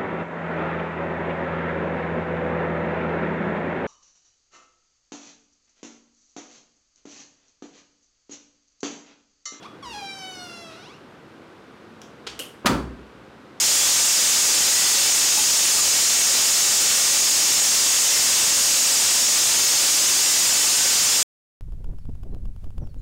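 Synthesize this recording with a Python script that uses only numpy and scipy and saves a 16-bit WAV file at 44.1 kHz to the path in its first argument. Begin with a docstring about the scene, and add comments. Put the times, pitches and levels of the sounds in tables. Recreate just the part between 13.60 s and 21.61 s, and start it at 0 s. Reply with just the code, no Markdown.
"""Brass parts in a vibrating bowl feeder

A bowl feeder shakes small brass parts along its steel track, close to the microphone.
The parts hop on every stroke of the drive and keep the bowl ringing: a dense, bright, steady hiss.
Single parts chatter or knock, over a low workshop rumble. The sound overloads the microphone,
which flattens the level and smears the ringing into a rough wash."""
import sys
import numpy as np
from scipy import signal
from scipy.fft import rfft, irfft, next_fast_len
from scipy.io import wavfile
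from scipy.ndimage import uniform_filter1d

SR = 44100
rng = np.random.default_rng(int(sys.argv[2]) if len(sys.argv) > 2 else 0)


def master(y):
    """Save y as 16-bit WAV."""
    cut = np.clip(np.atleast_2d(y).T, -1, 1)
    pcm = np.round(cut * 32767)  # scale
    wavfile.write(sys.argv[1], SR, pcm.astype(np.int16))


N = 353221
T = np.arange(N) / SR
STROKE_HZ = 100  # how often the drive shakes the bowl

# the broad tone of brass striking steel: pitch_hz, level_db
BRASS_ON_STEEL = [(200, -28.5), (600, -21.5), (1700, -16), (2800, -9.5), (4050, -8.5), (4950, -2.5),
                  (5900, -2.5), (6400, -0.5), (7150, -0.5), (7800, -5), (8300, -2.5), (8900, -9.5),
                  (11200, -14), (15000, -30)]
# the notes the bowl and track ring at: pitch_hz, level_db, fade_s (time to fall by 60 dB)
BOWL_NOTES = [(552.3, -21.5, 0.35), (870, -21.5, 0.068), (1202, -21, 0.09), (1537, -22, .25),
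              (1914, -19.5, 0.074), (2250, -17.5, 0.048), (2690, -12.5, .05), (3040, -17.5, 0.065),
              (3502, -14, 0.047), (3965, -16.5, .07), (4950, -7, 0.034), (5260, -8.5, 0.13),
              (5737, -10, 0.089), (6335, -9, 0.13), (6777, -4, 0.072), (7078, -5, .1), (7207, -7, 0.17),
              (8053, -8.5, 0.068), (8354, -9, 0.057)]
# the tone of the rumble from the drive and the workshop: pitch_hz, level_db
RUMBLE = [(20, -19), (60, 10.5), (150, -7.5), (300, -0.5), (700, -10), (2000, -18.5), (6000, -48)]
# the steady hum of machinery: pitch_hz, level_db
MACHINE_HUM = [(59, -48), (71, -42)]
# single parts that chatter against the track: start_s, pitch_hz, level_db
CHATTERING_PARTS = [(.11, 3400, -4), (1.08, 1960, -8), (1.12, 1473, -15.5), (1.22, 3520, -7.5),
                    (1.22, 4510, -4.5), (4.47, 2060, -11), (6.36, 1524, -15), (6.62, 2020, -11.5),
                    (7.13, 1524, -12)]
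# parts that drop and knock on the bowl: start_s, pitch_hz, level_db
DROPPED_PARTS = [(1.772, 862, -3.5), (2.181, 1200, -9)]
# the recorder's tone, mostly a cut in the bass: pitch_hz, level_db
RECORDER_TONE = [(20, -13), (70, -8), (250, -1.0), (1000, 0.5), (7000, 0), (11000, -0.5),
                 (13500, 0), (15500, 0.5)]


def amp(db):
    """Turns decibels into a number to multiply by."""
    return 10 ** (np.asarray(db) / 20)


def unit(x):
    """Scales a sound to an average (rms) level of 1."""
    return x / np.sqrt(np.mean(x ** 2) + 1e-20)


def colour(x, points):
    """Shapes a sound's tone along a curve of (pitch_hz, level_db) points."""
    hz, db = np.transpose(points)
    size = next_fast_len(len(x) + 4096)
    gain = amp(np.interp(np.log(np.fft.rfftfreq(size, 1 / SR) + 1), np.log(hz), db))
    return irfft(rfft(x, size) * gain, size)[:len(x)]


def drift(shape, size):
    """A grid of random values, smoothed over `size` cells in each direction."""
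    field = rng.standard_normal(shape)
    for axis, cells in enumerate(size):
        field = uniform_filter1d(uniform_filter1d(field, cells, axis), cells, axis)
    return unit(field)


def landings(per_s, bunching, spread_db):
    """Clicks of hopping parts, uneven in size and a little more likely as the bowl swings up."""
    swing = np.cos(2 * np.pi * STROKE_HZ * T)
    chance = per_s / SR * (1 + np.clip(bunching, 0, 1) * swing)
    at = np.flatnonzero(rng.random(N) < chance)
    size, side = rng.standard_normal((2, N), dtype=np.float32)[:, at]
    clicks = np.zeros(N)
    clicks[at] = amp(spread_db * size) * np.sign(side)
    return clicks


def clatter(fade_s=0.083, ring_db=3, flicker_db=0.72):
    """Each hopping part lands with a tick and a short ring; the tone shifts as the parts travel."""
    t = T[:SR // 8]
    out = np.zeros(N)
    for _ in range(10):  # stretches of track, each with its own ring
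        ring = rng.standard_normal(len(t)) * amp(-60 * t / fade_s)  # noise acts as countless notes
        ring *= amp(ring_db) / np.linalg.norm(ring)
        ring[0] += 1  # the tick
        hits = landings(per_s=300, bunching=.15, spread_db=3.5)
        out += signal.oaconvolve(hits, ring)[:N]  # one ring for every hit
    # split the sound by pitch and time, and let each patch wander a little in level
    patches = signal.stft(out, nperseg=1024, noverlap=768)[2]
    patches *= amp(flicker_db * drift(patches.shape, size=(5, 24)))
    flickering = signal.istft(patches, nperseg=1024, noverlap=768)[1][:N]
    return unit(colour(flickering, BRASS_ON_STEEL))


def pings(fade_s=.15, spread_db=2, count=2000):
    """Parts that hit each other ring briefly, each at its own pitch."""
    t = T[:SR // 10]
    fade = amp(-60 * t / fade_s)
    out = np.zeros(N + len(t))
    for when, height, strength in rng.random((count, 3)):
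        pitch_hz = 3000 + height * 6000
        start = int(when * N)
        out[start:start + len(t)] += amp(spread_db * strength) * fade * np.sin(2 * np.pi * pitch_hz * t)
    return unit(colour(out[:N], BRASS_ON_STEEL))


def bowl():
    """A rain of landing parts keeps the bowl's strongest notes ringing."""
    t, out = T[:SR // 2], np.zeros(N)
    for pitch_hz, level_db, fade_s in BOWL_NOTES:
        ring = np.sin(2 * np.pi * pitch_hz * t) * amp(-60 * t / fade_s)
        hits = landings(per_s=900, bunching=.15, spread_db=4)
        out += amp(level_db) * unit(signal.oaconvolve(hits, ring)[:N])
    return out


def workshop(rumble_db=-28, swell_db=-28, swell_at_s=7.4, swell_width_s=.17, swell_below_hz=80):
    """The drive and the workshop rumble, machinery hums faintly, and the deep rumble swells once."""
    hum = sum(amp(level_db) * np.sin(2 * np.pi * (pitch_hz * T + rng.random()))
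              for pitch_hz, level_db in MACHINE_HUM)
    keep_bass = signal.butter(2, swell_below_hz, fs=SR, output="sos")
    deep_noise = unit(signal.sosfilt(keep_bass, rng.standard_normal(N)))
    swell = amp(swell_db) * np.exp(-((T - swell_at_s) / swell_width_s) ** 2) * deep_noise
    rumble = amp(rumble_db) * unit(colour(rng.standard_normal(N), RUMBLE))
    return rumble + hum + swell


def add(mix, start_s, sound):
    """Adds a sound to the mix at the given time."""
    part = mix[round(start_s * SR):][:len(sound)]
    part += sound[:len(part)]


def shaken_ring(pitch_hz, blur_hz, rise_s, fade_s):
    """One part's ring builds up and dies away while the shaking track blurs its pitch."""
    t = T[:SR]
    wobble = np.cumsum(rng.standard_normal(SR)) * np.sqrt(np.pi * blur_hz / SR)
    loudness = (1 - np.exp(-t / rise_s)) * amp(-60 * t / fade_s)
    return loudness * np.sin(2 * np.pi * pitch_hz * t + wobble)


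def chatters():
    """Single parts chatter against the track, sing out and fade."""
    out = np.zeros(N)
    for start_s, pitch_hz, level_db in CHATTERING_PARTS:
        blur_hz = 11 * (pitch_hz / 1000) ** 2  # the higher the pitch, the rougher the ring
        add(out, start_s, amp(level_db) * shaken_ring(pitch_hz, blur_hz, rise_s=.06, fade_s=1.17))
    return out


def knocks(blur_hz=45):
    """A part drops on the bowl and gives a quick, short ring of two notes."""
    out = np.zeros(N)
    for start_s, pitch_hz, level_db in DROPPED_PARTS:
        for ratio, note_db in (1, 0), (3.02, -4.5):  # the main note, then a higher, softer one
            ring = shaken_ring(ratio * pitch_hz, ratio * blur_hz, rise_s=.004, fade_s=.17)
            add(out, start_s, amp(level_db + note_db) * ring)
    return out


def scene(clatter_db=-.5, pings_db=-7, bowl_db=-10.5):
    """All the sounds meet at one microphone; left and right are the same."""
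    hiss = amp(clatter_db) * clatter() + amp(pings_db) * pings() + amp(bowl_db) * bowl()
    mono = hiss + workshop() + chatters() + knocks()
    return np.array([mono, mono])


def overload(sound, boost_db, substeps=4):
    """The sound is too loud for the microphone's input, so its peaks are squashed flat."""
    fine = signal.resample_poly(sound, substeps, 1)  # finer time steps avoid false tones
    squashed = np.tanh(amp(boost_db) * fine)
    return signal.resample_poly(squashed, 1, substeps)


def record(dry, output_db=-17, stop_s=7.629, highest_hz=15780):
    """The recorder overloads, thins the bass, stops suddenly and cuts the very highest treble."""
    sound = overload(dry.mean(0), boost_db=14)
    sound = amp(output_db) * colour(sound, RECORDER_TONE)
    # the recorder's filter delays the treble a little, which roughens the flattened peaks
    sound = signal.sosfilt(signal.butter(20, 16200, fs=SR, output="sos"), sound)
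    sound *= T < stop_s
    treble_cut = signal.firwin(701, highest_hz, window=("kaiser", 9), fs=SR)
    sound = signal.oaconvolve(sound, treble_cut, "same")
    return np.array([sound, sound])


dry = scene()
out = record(dry)
master(out)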